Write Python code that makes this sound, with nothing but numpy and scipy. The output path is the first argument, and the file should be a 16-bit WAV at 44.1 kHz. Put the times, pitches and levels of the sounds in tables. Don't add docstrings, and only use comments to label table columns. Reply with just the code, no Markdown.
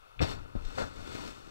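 import sys
import numpy as np
from scipy.fft import rfft, irfft, next_fast_len
from scipy.io import wavfile
from scipy.ndimage import uniform_filter1d

SR = 44100
rng = np.random.default_rng(int(sys.argv[2]) if len(sys.argv) > 2 else 0)


def persist_wave(psi):
    counts = np.round(np.clip(psi, -1, 1) * 32767).astype(np.int16)
    wavfile.write(sys.argv[1], SR, np.atleast_2d(counts).T)


N = 66150

SUCTION = .8
# (frequency [Hz], relative level [dB])
SPRAY_COLOUR = [(200, -8), (1200, -3), (2500, -2), (3800, 0), (5400, -3), (6500, -14), (8000, -14),
                (10000, -26.5), (15000, -29)]


def amp(db):
    return 10 ** (np.asarray(db) / 20)


def unit(x):
    return x / np.sqrt(np.mean(x ** 2) + 1e-20)


def along(points, hz):
    f, value = np.transpose(points)
    return np.interp(np.log(hz + 1), np.log(f + 1), value)


def since(start):
    return np.maximum(np.arange(N) / SR - start, 0)


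def levels(rows):
    s, *columns = np.transpose(rows)
    return [amp(np.interp(since(0), s, column)) for column in columns]


def filtered(x, response):
    m = next_fast_len(N + SR // 2)
    hz = np.fft.rfftfreq(m, 1 / SR)
    return irfft(rfft(x, m) * response(hz), m)[..., :N]


def coloured(x, colour):
    # (frequency [Hz], width [Hz], boost [dB])
    housing = [(1325, 100, 4), (1460, 50, 8.5), (1540, 130, -4), (2020, 90, -3), (2140, 130, 4),
               (2290, 130, -5), (2440, 80, 3), (2620, 90, 4), (3200, 130, -7), (3620, 190, 5),
               (3900, 150, -6), (4200, 110, 3), (4550, 170, 5), (4880, 260, -9), (5430, 260, 5),
               (5890, 260, -8), (6250, 170, 5), (7190, 180, -6), (7830, 260, 4), (8220, 300, -4)]
    hz = np.fft.rfftfreq(N, 1 / SR)
    db = along(colour, hz)
    for f, width, boost in housing:
        db = db + boost / (1 + (2 * (hz - f) / width) ** 2)
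    cepstrum = irfft(np.log(amp(db)), N)
    fold = 2 * (np.arange(N) < N // 2) - (np.arange(N) == 0)
    response = np.exp(rfft(cepstrum * fold))
    return unit(irfft(rfft(x) * response, N))


def rush(colour):
    return coloured(rng.standard_normal((2, N)), colour)


def grains(colour, per_s):
    spread_db, share = 3, .5
    struck = rng.random((2, N)) < per_s / SR
    sign = np.sign(rng.standard_normal((2, N)))
    size = amp(spread_db * rng.standard_normal((2, N)))
    impacts = unit(struck * sign * size)
    wash = rng.standard_normal((2, N))
    return coloured(np.sqrt(share) * impacts + np.sqrt(1 - share) * wash, colour)


def burst(start, db, attack, hold, t60):
    rise = np.minimum(since(start) / attack, 1)
    fade = np.exp(-np.log(1000) * since(start + attack + hold) / t60)
    return amp(db) * rise * fade


def pressure_wave(start, push, suction, depth):
    def lobe(s, length):
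        return np.sin(np.pi * np.minimum(since(s) / length, 1))
    wave = lobe(start, push) - depth * lobe(start + push, suction)
    return uniform_filter1d(wave, size=13)


def swell(start, length):
    u = 2 * (since(0) - start) / length - 1
    return (1 - u ** 2) * np.exp(-u ** 2 / 2)


def background():
    # (frequency [Hz], relative level [dB])
    rumble_colour = [(15, 0), (30, 3), (50, -2), (75, -2), (115, -4), (170, -17), (400, -32), (1500, -60),
                     (15000, -110)]
    # (time [s], level [dB])
    rumble_level = [(0, -70), (.145, -64), (.172, -49), (.19, -42), (.215, -33), (.27, -38), (.37, -39),
                    (.52, -45), (.62, -40), (.72, -47), (.78, -47), (.83, -41), (.91, -48), (1.0, -44),
                    (1.25, -48), (1.38, -54), (1.5, -57)]
    # (frequency [Hz], relative level [dB])
    air_colour = [(25, 8), (70, -2), (150, -10), (400, -1.5), (900, -1), (1300, 2), (1900, -12), (2700, -8),
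                  (4500, -16), (7000, -24), (9300, -27), (9520, -17), (9750, -27), (15000, -29)]
    rumble_gain, = levels(rumble_level)
    rumble = rumble_gain * rush(rumble_colour)
    air = amp(-54.5) * rush(air_colour)
    return rumble + air


def debris():
    # (time [s], heavy lump level [dB], fine gravel level [dB])
    shower_levels = [(.2, -80, -90), (.33, -46, -58), (.45, -50, -64), (.54, -55, -69), (.62, -54, -60),
                     (.66, -50, -53), (.74, -47, -51), (.79, -42, -46), (.91, -50, -55.5),
                     (1.0, -44.5, -52), (1.05, -45, -51), (1.15, -39, -45), (1.21, -40, -46),
                     (1.3, -43, -47), (1.34, -50, -53), (1.44, -53, -57), (1.5, -49, -56)]
    # (frequency [Hz], relative level [dB])
    fall_colour = [(40, -14), (130, -5), (280, 2.5), (500, -4), (850, -9), (1400, -9), (1900, -20),
                   (4000, -34), (15000, -60)]
    # (frequency [Hz], relative level [dB])
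    patter_colour = [(200, -14), (1000, -4), (1500, -2), (2600, -2), (4400, -2.5), (6000, -8), (8600, -12),
                     (10000, -23), (15000, -25.5)]
    # (time [s], level at the strike [dB])
    stone_strikes = [(.6505, -45.5), (.6777, -53), (.755, -47), (1.0743, -43), (1.1261, -44), (1.153, -43),
                     (1.212, -45), (1.262, -44), (1.2768, -41), (1.308, -46)]
    # (time [s], push level before rounding [dB], push length [s])
    chunk_hits = [(.7818, -23, .0009), (.7892, -26, .0007), (.8035, -23, .0012), (.8205, -23, .0008),
                  (.991, -35, .002), (1.026, -35, .0017), (1.11, -34, .0012), (1.151, -28, .0016),
                  (1.257, -32, .0017), (1.476, -36, .0017)]
    # (frequency [Hz], relative level [dB])
    rubble_colour = [(30, -12), (90, -9), (170, -2), (260, -2), (380, -7), (520, 2), (680, -1), (900, -5),
                     (1300, -9), (1560, -4), (1850, -13), (2300, -18), (4400, -19.5), (8000, -30),
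                     (10000, -41), (15000, -48)]

    heavy, fine = levels(shower_levels)
    lumps = heavy * grains(fall_colour, per_s=450)
    gravel = fine * grains(patter_colour, per_s=2400)
    strikes = sum(burst(s, db, attack=.0005, hold=0, t60=.035) for s, db in stone_strikes)
    stones = strikes * rush(patter_colour)
    knocks = sum(amp(db) * pressure_wave(s, push, push, SUCTION) for s, db, push in chunk_hits)
    rubble_swell = burst(start=.773, db=-29.6, attack=.011, hold=.035, t60=.22)
    rubble = rubble_swell * grains(rubble_colour, per_s=1800)
    return lumps + gravel + stones + knocks + rubble


def blast():
    # (frequency [Hz], relative level [dB])
    snap_colour = [(300, -9), (1500, -10), (2200, 3), (2700, 0), (3300, -7), (4300, -12), (5500, -34),
                   (15000, -50)]
    # (frequency [Hz], relative level [dB])
    roar_colour = [(30, -5), (72, 3), (115, -8), (155, -1), (220, -5), (295, 3.5), (390, -6), (480, 4.5),
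                   (570, -4), (700, 2), (810, -9), (930, -5), (1080, -9), (1900, -15), (3000, -24),
                   (6000, -40), (15000, -58)]
    # (frequency [Hz], relative level [dB])
    after_colour = [(40, -3), (150, 0), (450, -1), (800, -11), (1400, -9), (2000, -27), (4000, -27),
                    (6000, -40), (15000, -56)]
    # (frequency [Hz], relative level [dB])
    grit_colour = [(40, -2), (200, 0), (500, -3), (1300, -8), (2000, -13), (4300, -12), (6500, -22),
                   (8000, -23), (10000, -35), (15000, -38)]

    snap = burst(start=.1925, db=-33.5, attack=.0005, hold=.002, t60=.055) * rush(snap_colour)
    roar = burst(start=.203, db=-26.5, attack=.002, hold=.022, t60=.29) * rush(roar_colour)
    after_roar = burst(start=.551, db=-42, attack=.003, hold=.015, t60=.42) * rush(after_colour)
    spray_swell = burst(start=.2115, db=-33.3, attack=.01, hold=.011, t60=.21)
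    spray = spray_swell * grains(SPRAY_COLOUR, per_s=4000)
    grit_swell = burst(start=.24, db=-34.5, attack=.065, hold=.01, t60=.2)
    grit = grit_swell * grains(grit_colour, per_s=1500)
    return snap + roar + after_roar + spray + grit


def charges():
    # (time [s], push level before rounding [dB], push length [s], suction length [s],
    # crack level [dB])
    firings = [(.2057, -20, .0009, .004, -50), (.2127, -21, .0010, .0012, -39),
               (.2188, -17, .0028, .0013, -42), (.2255, -14.5, .0013, .002, -34),
               (.2460, -22, .0009, .0012, -43), (.5525, -22, .0013, .0032, -62),
               (.5615, -23.3, .0018, .0024, -66)]
    # (time [s], peak level [dB], length [s])
    heave_times = [(.2292, -16, .0066), (.340, -35, .026), (.5655, -25, .015), (.652, -24.5, .024)]

    waves, crack_gain = 0, 0
    for s, db, push, suction, crack_db in firings:
        waves = waves + amp(db) * pressure_wave(s, push, suction, SUCTION)
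        crack_gain = crack_gain + burst(s, crack_db, attack=.0005, hold=0, t60=.03)
    heaves = sum(amp(db) * swell(s, length) for s, db, length in heave_times)
    return waves + heaves + crack_gain * rush(SPRAY_COLOUR)


def scene():
    # (frequency [Hz], likeness [0-1])
    right_alike = [(50, .7), (150, .98), (700, .99), (1400, .97), (2600, .9), (4500, .87), (8000, .65),
                   (15000, .45)]

    def alike(hz):
        return np.clip(along(right_alike, hz), 0, 1)

    def unlike(hz):
        return 1j * np.sqrt(1 - alike(hz) ** 2)

    direct, scattered = background() + debris() + blast() + charges()
    right = filtered(direct, alike) + filtered(scattered, unlike)
    return np.array([direct, right])


def record(dry):
    # (frequency [Hz], level [dB])
    right_level = [(30, -38), (70, -37), (110, -19), (190, -6.5), (380, -5.5), (1200, -7), (2400, -9),
                   (4400, -12), (8100, -14), (15000, -18)]
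    # (frequency [Hz], lag [rad])
    right_lag = [(100, -.2), (260, .25), (800, .4), (2400, .6), (4800, .72), (14000, .9)]

    def right_response(hz):
        gain = -amp(along(right_level, hz))
        return gain * np.exp(-1j * along(right_lag, hz))

    right = filtered(dry[1], right_response)
    return filtered(np.array([dry[0], right]), lambda hz: hz < 15750)


dry = scene()
out = record(dry)
persist_wave(out)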